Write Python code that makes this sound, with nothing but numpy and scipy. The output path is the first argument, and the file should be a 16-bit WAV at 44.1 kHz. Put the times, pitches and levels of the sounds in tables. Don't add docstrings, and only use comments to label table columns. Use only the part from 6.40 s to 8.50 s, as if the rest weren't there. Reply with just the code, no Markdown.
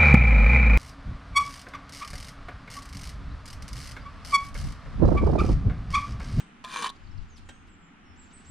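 import sys
import numpy as np
from scipy import signal
from scipy.fft import rfft, irfft, next_fast_len
from scipy.io import wavfile
from scipy.ndimage import map_coordinates

SR = 44100
rng = np.random.default_rng(int(sys.argv[2]) if len(sys.argv) > 2 else 0)


def generate_wav(signal):
    frames = np.transpose(np.atleast_2d(signal))
    scaled = np.clip(frames, -1, 1) * 32767
    pcm = np.round(scaled).astype(np.int16)
    wavfile.write(sys.argv[1], SR, pcm)


N = 92610
TIME = np.arange(N) / SR


# time_s, level_db
EDGE_PRESSURE = [(.238, -71.5), (.246, -49), (.272, -51), (.337, -40), (.368, -40.5), (.395, -37.5),
                 (.416, -41), (.43, -37), (.45, -35.5), (.472, -37), (.484, -44), (.502, -61), (.515, -85)]
# start_s, crunch_db, kick_db
EDGE_CATCHES = [(0.241, -36.5, -45), (0.2464, -37.5, -21), (0.329, -55, -23), (0.3397, -33, -31),
                (.3607, -37.5, -6), (0.3702, -31.5, -14), (0.3899, -43, -13.5), (.424, -26.5, -10.5),
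                (0.4352, -37.5, -23), (0.4432, -29.5, -5.5), (0.4491, -36, -13), (0.461, -46, -10),
                (.465, -28, -13.5), (0.4728, -44, -16.5), (0.498, -63, -25.5)]
def trowel():
    pressure_db, = in_time(EDGE_PRESSURE)
    grind = from_db(pressure_db + judder_db())
    crunch = bursts([(s, db) for s, db, _ in EDGE_CATCHES], decay_s=0.0024)
    force = np.hypot(grind, crunch)
    soften = signal.butter(2, 1960, fs=SR, output="sos")
    kicks = signal.sosfilt(soften, clicks([(s, db) for s, _, db in EDGE_CATCHES]))

    def contact(blows):
        grit = from_db(-3) * sand(force) + crumbs() + from_db(-10.5) * force * coarse_grit()
        return grit + blade(from_db(-7) * force * grains() + blows)
    mid = contact(kicks)
    direct = stereo(mid, side=contact(0))
    wall_and_boards = from_db(-27.5) * echo(mid, t60_s=0.16, build_s=0.0032)
    return direct + wall_and_boards + from_db(-21) * tree_echo(mid)


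def judder_db(depth_db=3, slips_per_s=125, unevenness=0.2086):
    rate_hz = slips_per_s * (1 + unevenness * drift(slips_per_s / 2))
    return depth_db * np.cos(2 * np.pi * np.cumsum(rate_hz) / SR)


def grains(per_s=9000, spread_db=2):
    sizes = from_db(spread_db * np.minimum(rng.exponential(1, N), 3)) * rng.choice([-1, 1], N)
    return rms_one(sizes * (rng.random(N) < per_s / SR))


# frequency_hz, gain_db
SAND_EQ = [(100, -17), (250, 1.5), (600, -19.5), (800, -6.5), (1600, 5.5), (2100, -6), (2800, -2),
           (4000, -3), (5200, -11.5), (7500, -17.5), (9800, -17), (11500, -28.5), (15000, -32)]
def sand(force):
    return colour(force * grains(), SAND_EQ)


# start_s, level_db
CRUMB_SNAPS = [(.2462, -34), (.37, -31.5), (.4305, -34), (.445, -30), (.4925, -33.5), (.4998, -32)]
# frequency_hz, gain_db
CRUMB_EQ = [(300, -27), (1100, 4), (2300, -26), (3300, 6), (3900, 7.5), (5200, -11.5), (9000, -14.5),
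            (15000, -38)]
def crumbs():
    return colour(bursts(CRUMB_SNAPS, decay_s=0.0031) * grains(), CRUMB_EQ)


# pitch_hz, drive_db, t60_s, sweet_spot, loss_db_per_edge, bend_hz_per_edge
BLADE_MODES = [(489, -8, 0.25, 0.64, 50, -220), (683, -6.5, 0.15, 0.12, 44, -2),
               (1028.6, 1.5, 0.11, 0, 14.5, -33.5), (1069, 0, 0.057, 0.95, 13, 0),
               (1094.5, 4.5, 0.13, 0.96, 12, -7), (1228, -1, 0.19, 0.05, 28, -39),
               (1558, -10, .05, 0.8, 15, -13), (1676, 0.5, 0.09, 0.14, 28, 0),
               (1823, -8.5, 0.087, 0.4, 13, 2), (2380, 0.5, .036, 0.37, 11.5, -60),
               (3092, 0, 0.06, 0.73, 30, -250), (3504, 1, 0.02, 0.13, 21, -100),
               (3860, -8, 0.018, 0.87, 10, -200), (4465, -11, 0.027, .8, 22, -5),
               (6190, -2, 0.013, 0.56, 49, 0), (9000, -7, .012, 0.63, 25, 301)]
# frequency_hz, gain_db
BLADE_RADIATION = [(500, 1), (780, -3), (980, 1), (9400, -0.5), (11500, -14)]
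def blade(force, start_s=0.24, stroke_s=0.25):
    place = np.clip((TIME - start_s) / stroke_s, 0, 1)
    steel = 0
    for hz, db, t60_s, sweet_spot, loss, bend in BLADE_MODES:
        offset = place - sweet_spot
        steel += ring(force * from_db(db - loss * np.abs(offset)), hz + bend * offset, t60_s)
    return colour(steel, BLADE_RADIATION, keep_power=False)


def coarse_grit(cracks_per_s=900, range_hz=(2790, 9760), pitches=14, t60_cycles=83):
    crackle = 0
    for hz in np.geomspace(*range_hz, pitches):
        cracks = (rng.random(N) < cracks_per_s / pitches / SR) * rng.uniform(-1, 1, N)
        decay = from_db(-60 * hz / (t60_cycles * SR))
        resonance = [1, -2 * decay * np.cos(2 * np.pi * hz / SR), decay * decay]
        crackle += signal.lfilter([1, 0, -1], resonance, cracks + 1e-18)
    return rms_one(colour(crackle, BLADE_RADIATION))


# start_s, knock_db, ring_db
FAR_CLINKS = [(.003, -44.5, -40), (1.089, -45.5, -42), (1.092, -51, -26.5)]
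# frequency_hz, gain_db
CLINK_EQ = [(100, -6.5), (270, 1), (900, -0.5), (1600, 0.5), (3200, -2), (4500, -10.5), (8000, -9),
            (10500, -32), (14000, -38)]
# pitch_hz, drive_db, t60_s
FAR_MODES = [(242.5, 2.5, 0.2), (577, -2.5, 0.049), (1583, -1, 0.19), (3190, 0.5, 0.089), (7870, -12, .1),
             (8900, -23, 0.12)]
# start_s, length_s, level_db
FAR_SCUFFS = [(0.96, 0.04, -60), (1.264, 0.029, -70.5)]
# frequency_hz, gain_db
SCUFF_EQ = [(500, -24), (3500, 6), (6000, -4), (9500, -5.5), (14000, -28)]
def far_trowel():
    knock = bursts([(s, db) for s, db, _ in FAR_CLINKS], decay_s=0.0094)
    scuff = sum(from_db(db) * np.sin(np.pi * np.clip((TIME - s) / length, 0, 1))
                for s, length, db in FAR_SCUFFS)
    mid, side = (colour(knock * grains(), CLINK_EQ) + colour(scuff * grains(), SCUFF_EQ)
                 for _ in range(2))
    blows = clicks([(s, db) for s, _, db in FAR_CLINKS])
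    mid += sum(ring(from_db(db) * blows, hz, t60_s) for hz, db, t60_s in FAR_MODES)
    return stereo(mid, side) + from_db(-6.5) * tree_echo(mid)


# start_s, length_s, start_hz, middle_hz, end_hz, relative_db
BIRD_WHISTLES = [(0, 0.041, 8640, 8460, 8240, -68), (0.885, 0.052, 7400, 6500, 6070, -66),
                 (0.924, 0.03, 6400, 6240, 5620, -67), (0.956, 0.03, 6050, 4840, 3890, -60.5),
                 (1.012, 0.21, 8700, 8400, 8140, -79), (1.045, 0.056, 7700, 6850, 6760, -76),
                 (1.114, 0.128, 6480, 6510, 6700, -75.5), (1.286, 0.079, 7970, 7520, 7430, -71),
                 (1.379, 0.13, 7900, 7390, 7190, -77.5), (1.637, 0.11, 5600, 5410, 5340, -72.5)]
# start_s, length_s, middle_hz, fall_hz, relative_db
BIRD_CHIPS = [(0.56, 0.021, 4530, 1470, -68.5), (0.636, 0.016, 4860, 694, -67),
              (0.666, 0.015, 4500, 1550, -67), (0.71, 0.013, 5200, 393, -65),
              (0.774, .012, 4750, 1800, -63)]
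# start_s, length_s, pitch_hz, relative_db
BIRD_CALLS = [(1.755, .11, 8060, -62.5), (1.916, 0.092, 8620, -57.5), (2.046, 0.12, 8150, -57)]
PITCH_ARCH = [(0, 0.63), (.13, .9), (.38, 0.97), (.6, 0.92), (.85, .92), (1, .78)]
def birds():
    warble = 1 + 0.00584 * drift(rate_hz=130)
    flutter = from_db(3 * drift(rate_hz=67))
    rasp = 1 + 0.014 * drift(rate_hz=380)

    def note(start_s, length_s, db, pitch):
        progress = np.clip((TIME - start_s) / length_s, 0, 1)
        swell = np.abs(np.sin(np.pi * progress)) ** 0.59
        phase = 2 * np.pi * np.cumsum(pitch(progress) * warble) / SR
        return from_db(db) * np.sqrt(2) * swell * np.sin(phase)
    far = sum(note(s, length, db, np.poly1d(np.polyfit([0, .5, 1], glide_hz, 2)))
              for s, length, *glide_hz, db in BIRD_WHISTLES)
    far += sum(note(s, length, db, lambda u: rasp * (hz + fall * (.5 - u)))
               for s, length, hz, fall, db in BIRD_CHIPS)
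    near = sum(note(s, length, db, lambda u: hz * rasp * np.interp(u, *np.transpose(PITCH_ARCH)))
               for s, length, hz, db in BIRD_CALLS)
    direct = far + near * from_db([[-3], [2]])
    return flutter * direct + from_db(-2) * tree_echo(flutter * (far + near))


# time_s, level_db, left_minus_right_db
WIND_GUST = [(0, -59, 9), (.14, -73, -16), (.23, -54, -7), (.28, -62, 0), (.52, -60.5, -12.5),
             (.67, -43, 11.5), (.73, -44, 4.5), (.78, -36.5, 23.5), (.85, -40.5, 2), (.92, -52, -2),
             (1.04, -46.5, 0), (1.13, -54.5, -7), (1.26, -51.5, -0.5), (1.56, -68, 2), (1.7, -52.5, 0),
             (2.03, -57.5, 1.5), (2.1, -47, 1)]
# frequency_hz, gain_db
WIND_EQ = [(15, -0.5), (35, 4), (60, -4.5), (83, 4), (105, -5.5), (200, -18.5), (350, -50.5), (6000, -100)]
def wind():
    level_db, pan_db = in_time(WIND_GUST)
    shared, *each_port = colour(rng.standard_normal((3, N)), WIND_EQ)
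    rumble = rms_one(shared + 1.7 * np.array(each_port))
    return rumble * from_db(level_db + pan_db * np.array([[.5], [-.5]]))


# frequency_hz, gain_db
RUSH_EQ = [(30, 1.5), (110, -17), (160, 3), (240, 4), (340, -4.5), (450, -12), (580, -19), (780, -10.5),
           (1000, -13), (1300, -8), (1700, -11.5), (3000, -16), (4500, -34.5), (9000, -40.5), (15000, -74)]
# frequency_hz, side_gain_db
RUSH_WIDTH = [(40, -32), (120, -8.5), (250, -14.5), (550, -0.5), (1300, -1), (3000, -5), (6000, 8),
              (14000, -1.5)]
# time_s, level_db
RUSH_FADER = [(0, -53.5), (.3, -54.5), (1.0, -56), (1.4, -55.5), (1.75, -54.5), (2.1, -55.5)]
def distant_rush():
    mid, side = colour(rng.standard_normal((2, N)), RUSH_EQ)
    level_db, = in_time(RUSH_FADER)
    return stereo(mid, side, RUSH_WIDTH) * from_db(level_db)


# frequency_hz, gain_db
RUSTLE_EQ = [(1000, 8.5), (4500, 5), (7500, -5), (11000, -28)]
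# time_s, level_db
RUSTLE_FADER = [(0, -59), (.2, -106), (.55, -65), (.85, -66), (1.62, -85), (1.85, -65.5), (2.1, -63)]
def rustle():
    mid, side = colour(rng.standard_normal((2, N)), RUSTLE_EQ)
    level_db, = in_time(RUSTLE_FADER)
    return stereo(mid, side) * from_db(level_db + 1.7 * drift(rate_hz=30.33))


def tree_echo(x):
    return echo(x, t60_s=0.34, build_s=0.0027)


def echo(x, t60_s, build_s):
    envelope = from_db(-60 * TIME / t60_s) * (1 - np.exp(-TIME / build_s))
    tail = rms_one(rng.standard_normal((2, N)) * envelope) / np.sqrt(N)
    return signal.fftconvolve(x[None], tail, axes=1)[:, :N]


# frequency_hz, side_gain_db
STEREO_WIDTH = [(200, -21), (1000, -5.5), (2400, -27.5), (4500, -32), (7000, -0.5), (14000, -8)]
def stereo(mid, side, width=STEREO_WIDTH):
    return mid + colour(side, width, keep_power=False) * np.array([[1], [-1]])


def ring(force, hz, t60_s):
    decay = from_db(-60 / (t60_s * SR))
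    turn = np.exp(2j * np.pi * np.cumsum(np.broadcast_to(hz, N)) / SR)
    envelope = signal.lfilter([1, 1], [1, -decay], force / turn + 1e-18)
    return np.sqrt((1 - decay * decay) / 2) * np.real(turn * envelope)


def bursts(rows, decay_s):
    return sum(from_db(db) * (TIME >= s) * np.exp(-np.abs(TIME - s) / decay_s) for s, db in rows)


def clicks(rows):
    out = np.zeros(N)
    for s, db in rows:
        out[int(s * SR)] += from_db(db)
    return out


def colour(x, points, keep_power=True):
    size = 2 * next_fast_len(N)
    hz, db = np.transpose(points)
    bin_hz = np.arange(size // 2 + 1) * SR / size
    gain = from_db(np.interp(np.log(bin_hz + 1), np.log(hz), db))
    cepstrum = irfft(np.log(rms_one(gain) if keep_power else gain))
    cepstrum[1:size // 2] *= 2
    cepstrum[size // 2 + 1:] = 0
    return irfft(rfft(x, size) * np.exp(rfft(cepstrum)))[..., :N]


def drift(rate_hz):
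    knots = rng.standard_normal(4096)
    return rms_one(map_coordinates(knots, [TIME * rate_hz * 2], order=3, mode="wrap"))


def in_time(rows):
    time_s, *columns = np.transpose(rows)
    return [np.interp(TIME, time_s, column) for column in columns]


def from_db(db):
    return 10 ** (np.asarray(db) / 20)


def rms_one(x):
    return x / np.sqrt(np.mean(x ** 2) + 1e-20)


def scene():
    return trowel() + far_trowel() + birds() + distant_rush() + rustle() + wind()


def record(dry, cutoff_hz=14900):
    return signal.sosfilt(signal.ellip(10, .2, 70, cutoff_hz, fs=SR, output="sos"), dry)


dry = scene()
out = record(dry)
generate_wav(out)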